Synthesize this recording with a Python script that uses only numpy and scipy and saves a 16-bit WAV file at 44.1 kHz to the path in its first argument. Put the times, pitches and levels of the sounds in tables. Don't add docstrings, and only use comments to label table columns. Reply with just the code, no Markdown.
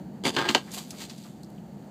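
import sys
import numpy as np
from scipy import signal
from scipy.fft import rfft, irfft
from scipy.io import wavfile
from scipy.ndimage import uniform_filter1d

SR = 44100
rng = np.random.default_rng(int(sys.argv[2]) if len(sys.argv) > 2 else 0)


def transcribe(signal):
    frames = np.atleast_2d(signal).T
    limited = np.clip(frames, -1, 1)
    pcm = np.round(limited * 32767).astype(np.int16)
    wavfile.write(sys.argv[1], SR, pcm)


N = 83790
TIME = np.arange(N) / SR
FREQS = np.maximum(np.arange(N + 1) * SR / (2 * N), 1)
CABIN_FADE_S = 0.14

# pitch_hz, level_db
HISS_TONE = [(2000, -29.5), (5000, -8.5), (7000, 9), (9500, 1.5), (13000, 3.5), (15500, -18.5)]


def from_db(db):
    return 10 ** (np.asarray(db) / 20)


def level_curve(rows):
    times, db = np.transpose(rows)
    return from_db(np.interp(TIME, np.sort(times), db)) * (TIME >= times.min())


def tone_curve(rows):
    hz, db = np.transpose(rows)
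    return np.interp(np.log(FREQS), np.log(np.sort(hz)), db)


def hump(hz, octaves):
    distance = np.log2(FREQS / hz) / octaves
    return -20 * np.log10(1 + distance ** 2 / 2 + (distance / 2) ** 4 * 2)


def colour(sound, tone_db):
    gain = from_db(tone_db)
    gain = gain / np.sqrt(np.mean(gain ** 2) + 1e-20)
    cepstrum = irfft(np.log(gain + 1e-9))
    cepstrum[1:N] *= 2
    cepstrum[N + 1:] = 0
    return irfft(rfft(np.tile(sound, 2)) * np.exp(rfft(cepstrum)))[N:]


def steady(sound, samples):
    power = uniform_filter1d(sound ** 2, samples, mode="wrap")
    return sound / np.sqrt(np.abs(power) + 1e-9)


def noise(tone_db, samples):
    return steady(colour(rng.standard_normal(N), tone_db), samples)


def drift(hz):
    return colour(rng.standard_normal(N), -20 * np.log10(1 + (FREQS / hz) ** 2))


def strike(start_s, rise_s, fade_s):
    age = np.maximum(TIME - start_s, 0)
    return (1 - np.exp(-(age / rise_s) ** 2)) * from_db(-60 * np.minimum(age / fade_s, 10))


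def rumble():
    # pitch_hz, level_db
    tyre_tone = [(15, -45), (25, -37), (56, -16), (103, -15), (139, -5.5), (191, 1.5), (309, -8),
                 (344, -8.5), (404, -15), (749, -17), (903, -19.5), (1030, -29.5), (1670, -32),
                 (2560, -40.5), (2930, -38), (3630, -44.5), (4500, -37.5), (5140, -48), (6900, -42.5),
                 (9770, -51.5), (15000, -47.5)]
    # start_s, level_db
    tyre_levels = [(0, -40.5), (.2, -42), (.66, -45), (.95, -43.5), (1.3, -46), (1.55, -43.5), (1.75, -44),
                   (1.9, -44.5)]
    # pitch_hz, level_db
    engine_tones = [(68, -64.5), (133, -55.5), (158, -56.5), (202, -53)]
    pitch_wander, wander_hz, swell_db = 0.0465, 22.4, 3.5
    out = noise(tone_curve(tyre_tone), samples=5000) * level_curve(tyre_levels)
    for hz, db in engine_tones:
        pitch_hz = hz * (1 + pitch_wander * drift(wander_hz))
        turns = np.cumsum(pitch_hz) / SR + rng.random()
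        out += from_db(db + swell_db * drift(wander_hz)) * np.sqrt(2) * np.sin(2 * np.pi * turns)
    return out


def cabin_echo(sound):
    echoes = rng.standard_normal(N) * strike(start_s=0.00067, rise_s=0.0037, fade_s=CABIN_FADE_S)
    return signal.fftconvolve(sound, echoes / np.sqrt(np.sum(echoes ** 2)))[:N]


def narrow_peaks():
    # pitch_hz, width_hz, boost_db
    peaks = [(268.3, 11, 11.5), (293.7, 27, -4), (366, 31, 11.5), (436.6, 25, 7), (561, 10, 7.5),
             (861, 34, 11.5), (1069, 49, 7), (1228, 16, 14), (1533, 57, 0.5), (1616, 19, 20.5),
             (1963, 54, -1), (2187, 210, 2.5), (3065, 100, 8), (3474, 150, 9.5), (4890, 170, 9.5)]
    return sum(db / (1 + (2 * (FREQS - hz) / width) ** 2) for hz, width, db in peaks)


def panel_scatter(sound):
    longest_s, step_hz = 0.006, 349.6
    paths = rng.random(400)
    delay_s = longest_s * np.interp(FREQS / step_hz, np.arange(len(paths)), paths)
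    delay_turns = np.cumsum(delay_s) * SR / (2 * N)
    return irfft(rfft(sound, 2 * N) * np.exp(-2j * np.pi * delay_turns))[:N]


def grains(per_s, spread_db):
    sizes = from_db(spread_db * np.minimum(rng.exponential(1, N), 4))
    signs = rng.choice([-1, 1], N)
    hits = rng.random(N) < per_s / SR
    return steady(panel_scatter(sizes * signs * hits), samples=500)


def ice_ticks():
    # start_s, level_db, rise_s, fade_s, pitch_hz, width_octaves
    ticks = [(0.7158, -37.5, .001, .045, 6160, 0.44), (0.905, -31.5, 0.0014, 0.042, 5160, 0.69),
             (1.094, -34.5, 0.0034, 0.053, 4180, 0.51), (1.178, -45, 0.0021, 0.047, 4970, 0.76),
             (1.237, -49.5, .002, .05, 5000, 0.37), (1.433, -45, 0.00094, 0.023, 4550, 0.088),
             (1.4325, -46, 0.00051, .018, 7470, 0.5), (1.4445, -49.5, 0.00079, .018, 5560, 0.35),
             (1.501, -51, 0.00061, 0.014, 7000, .8), (1.577, -52, 0.0038, 0.046, 2900, 0.17)]
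    return sum(from_db(db) * noise(hump(hz, octaves), samples=130) * strike(start_s, rise_s, fade_s)
               for start_s, db, rise_s, fade_s, hz, octaves in ticks)


def snow_pats():
    # start_s, level_db, pitch_hz
    clumps = [(.672, -46.5, 1330), (0.764, -38.5, 660), (.925, -50, 1200), (1.0, -44.5, 1670),
              (1.093, -51, 1580), (1.245, -49.5, 1100)]
    out = np.zeros(N)
    for start_s, db, hz in clumps:
        puff = noise(hump(hz, octaves=0.74), samples=500)
        out += from_db(db) * puff * strike(start_s, rise_s=0.005, fade_s=0.17)
    return out


def sliding_snow():
    # start_s, level_db
    slide_levels = [(.485, -41), (.51, -34.5), (.528, -44), (.56, -43), (.63, -59), (.7, -56), (.733, -45),
                    (.743, -36.5), (.751, -40.5), (.758, -42.5), (.772, -44.5), (.785, -35.5),
                    (.803, -45.5), (.87, -56), (.96, -53.5), (1.02, -39.5), (1.05, -44.5), (1.078, -56.5),
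                    (1.11, -50), (1.15, -56.5), (1.255, -55.5), (1.34, -66.5), (1.55, -71), (1.7, -73)]
    # start_s, level_db
    hiss_levels = [(.62, -6), (.7, -8), (.75, -1.5), (.8, -8.5), (.9, -3.5), (1.02, -16), (1.3, -4)]
    # pitch_hz, level_db
    swish_tone = [(250, -13), (600, -4), (850, -2), (1400, -10), (2300, -2.5), (3200, -0.5), (4700, 3.5),
                  (5100, -5.5), (7000, -1), (8500, -3.5), (9500, -14), (15000, -13)]
    grains_per_s, spread_db = 2400, 4
    swish = colour(grains(grains_per_s, spread_db), tone_curve(swish_tone) + 0.4 * narrow_peaks())
    hiss = colour(grains(grains_per_s, spread_db), tone_curve(HISS_TONE))
    return level_curve(slide_levels) * (swish + hiss * level_curve(hiss_levels))


def branch_scrapes():
    # start_s, level_db
    first_levels = [(.236, -58), (.239, -31), (.247, -34), (.254, -23), (.279, -24), (.294, -28),
                    (.304, -31.5), (.318, -50.5), (.35, -33.5)]
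    second_levels = [(.344, -65), (.35, -57), (.361, -47), (.368, -22.5), (.382, -26.5), (.392, -23),
                     (.404, -29), (.416, -27), (.44, -34.5), (.457, -26.5), (.478, -32.5), (.505, -27.5),
                     (.522, -39), (.542, -42), (.575, -42.5), (.597, -47), (.62, -58), (.69, -56.5)]
    # pitch_hz, level_db
    first_tone = [(26, -74), (45, -12), (265, 2.5), (668, -3.5), (1060, -6), (1390, -14), (1600, -11),
                  (2420, -12.5), (2870, -6.5), (3940, -10), (4670, -4.5), (5150, -19.5), (6560, -12),
                  (7590, -15), (15000, -31.5)]
    second_tone = [(40, -40.5), (80, -15.5), (130, -4.5), (350, -2.5), (520, -9), (900, -6.5), (1500, -9),
                   (2300, -14), (3300, -15), (4700, -17), (5200, -27.5), (8200, -26.5), (9500, -38),
                   (15000, -38)]
    out = np.zeros(N)
    for levels, tone in ((first_levels, first_tone), (second_levels, second_tone)):
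        end_s = levels[-1][0]
        fade_out = from_db(-60 * np.clip((TIME - end_s) / CABIN_FADE_S, 0, 2))
        slips = colour(grains(per_s=800, spread_db=4.5), tone_curve(tone) + narrow_peaks())
        out += steady(slips, samples=600) * level_curve(levels) * fade_out
    return out


def panel_thud(start_s, hz, octaves, lag_s):
    delay_turns = FREQS * start_s + 2 * lag_s * np.sqrt(hz * FREQS)
    bend = irfft(from_db(hump(hz, octaves)) * np.exp(-2j * np.pi * delay_turns))[:N]
    bend = bend / np.abs(bend).max() * (TIME >= start_s)
    tail = noise(hump(hz, octaves), samples=900) * strike(start_s + lag_s, rise_s=0.0038, fade_s=0.088)
    return bend + from_db(-8) * tail


def panel_ring(kicks):
    # pitch_hz, level_db, fade_s
    notes = [(250, -17.5, 0.36), (343, -22, .14), (381, -17, 0.11), (463, -18.5, 0.061), (556, -21, 0.15),
             (920, -16, 0.082), (1093, -21, 0.048), (1310, -30.5, .1), (1596, -10.5, .08),
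             (2700, -25.5, .05), (3060, -44, .055), (4600, -29, .06)]
    out = np.zeros(N)
    for k, (hz, db, fade_s) in enumerate(notes):
        decay = from_db(-60 / (fade_s * SR))
        angle = 2 * np.pi * hz / SR
        feedback = [1, -2 * decay * np.cos(angle), decay * decay]
        note = signal.lfilter([0, np.sin(angle)], feedback, kicks + 1e-18)
        out += (-1) ** k * from_db(db) * note
    return out


def branch_knocks():
    # start_s, crack_db, rise_s, crack_fade_s, crack_pitch_hz,
    # thud_db, thud_pitch_hz, thud_width_octaves, thud_lag_s, splinter_db, ring_db
    knocks = [(.2528, -38, 0.00039, 0.021, 2150, -19, 2140, 0.14, 0.0013, -46, -24),
              (0.3645, -20.5, 0.00039, .035, 4270, -19.5, 1506, 0.2, .008, -57, -34),
              (0.3855, -23.5, 0.00088, 0.048, 3014, -24, 1252, 0.67, .005, -58, -25),
              (0.4128, -35, 0.00085, 0.043, 6510, -25, 1375, 0.63, .002, -56, -29.5),
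              (0.4871, -13.5, 0.0017, 0.046, 2130, -19, 250, 0.5, 0.012, -35.5, -29.5),
              (0.5475, -6.5, 0.00071, 0.026, 4250, -13, 520.6, .8, 0.0072, -32, -15.5),
              (0.5571, -22.5, .001, .035, 4600, -28, 380, .4, .005, -48.5, -29.5),
              (0.5777, -26.5, 0.0012, .025, 2870, -44, 404.6, 0.44, .003, -59.5, -38)]
    # pitch_hz, level_db
    crack_tone = [(150, -28.5), (300, -15), (900, -4.5), (1350, -12), (1650, -3.5), (2450, -5.5), (2980, 5),
                  (3450, -7), (4400, -3.5), (5200, -14), (6400, -7.5), (8800, -20), (10000, -31.5),
                  (15000, -38.5)]
    shared_tone = tone_curve(crack_tone) + 0.25 * narrow_peaks()
    splinters = noise(tone_curve(HISS_TONE), samples=200)
    out, kicks = np.zeros(N), np.zeros(N)
    for (start_s, crack_db, rise_s, fade_s, crack_hz,
         thud_db, thud_hz, octaves, lag_s, splinter_db, ring_db) in knocks:
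        boost_db = 7 * from_db(hump(crack_hz, octaves=0.16))
        crack = noise(shared_tone + boost_db, samples=130)
        out += from_db(crack_db) * crack * strike(start_s, rise_s, fade_s)
        out += from_db(splinter_db) * splinters * strike(start_s, rise_s, fade_s=0.028)
        out += from_db(thud_db) * panel_thud(start_s, thud_hz, octaves, lag_s)
        kicks[int(start_s * SR)] = from_db(ring_db)
    return out + panel_ring(kicks)


def scene():
    contacts = branch_scrapes() + branch_knocks() + sliding_snow() + snow_pats() + ice_ticks()
    return (contacts + from_db(-13) * cabin_echo(contacts) + rumble())[None]


def record(dry):
    lowest_hz, highest_hz = 72, 15500
    bass_cut = signal.butter(2, lowest_hz, "high", fs=SR, output="sos")
    treble_cut = signal.ellip(10, 0.3, 70, highest_hz, fs=SR, output="sos")
    return signal.sosfilt(treble_cut, signal.sosfilt(bass_cut, dry))


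dry = scene()
out = record(dry)
transcribe(out)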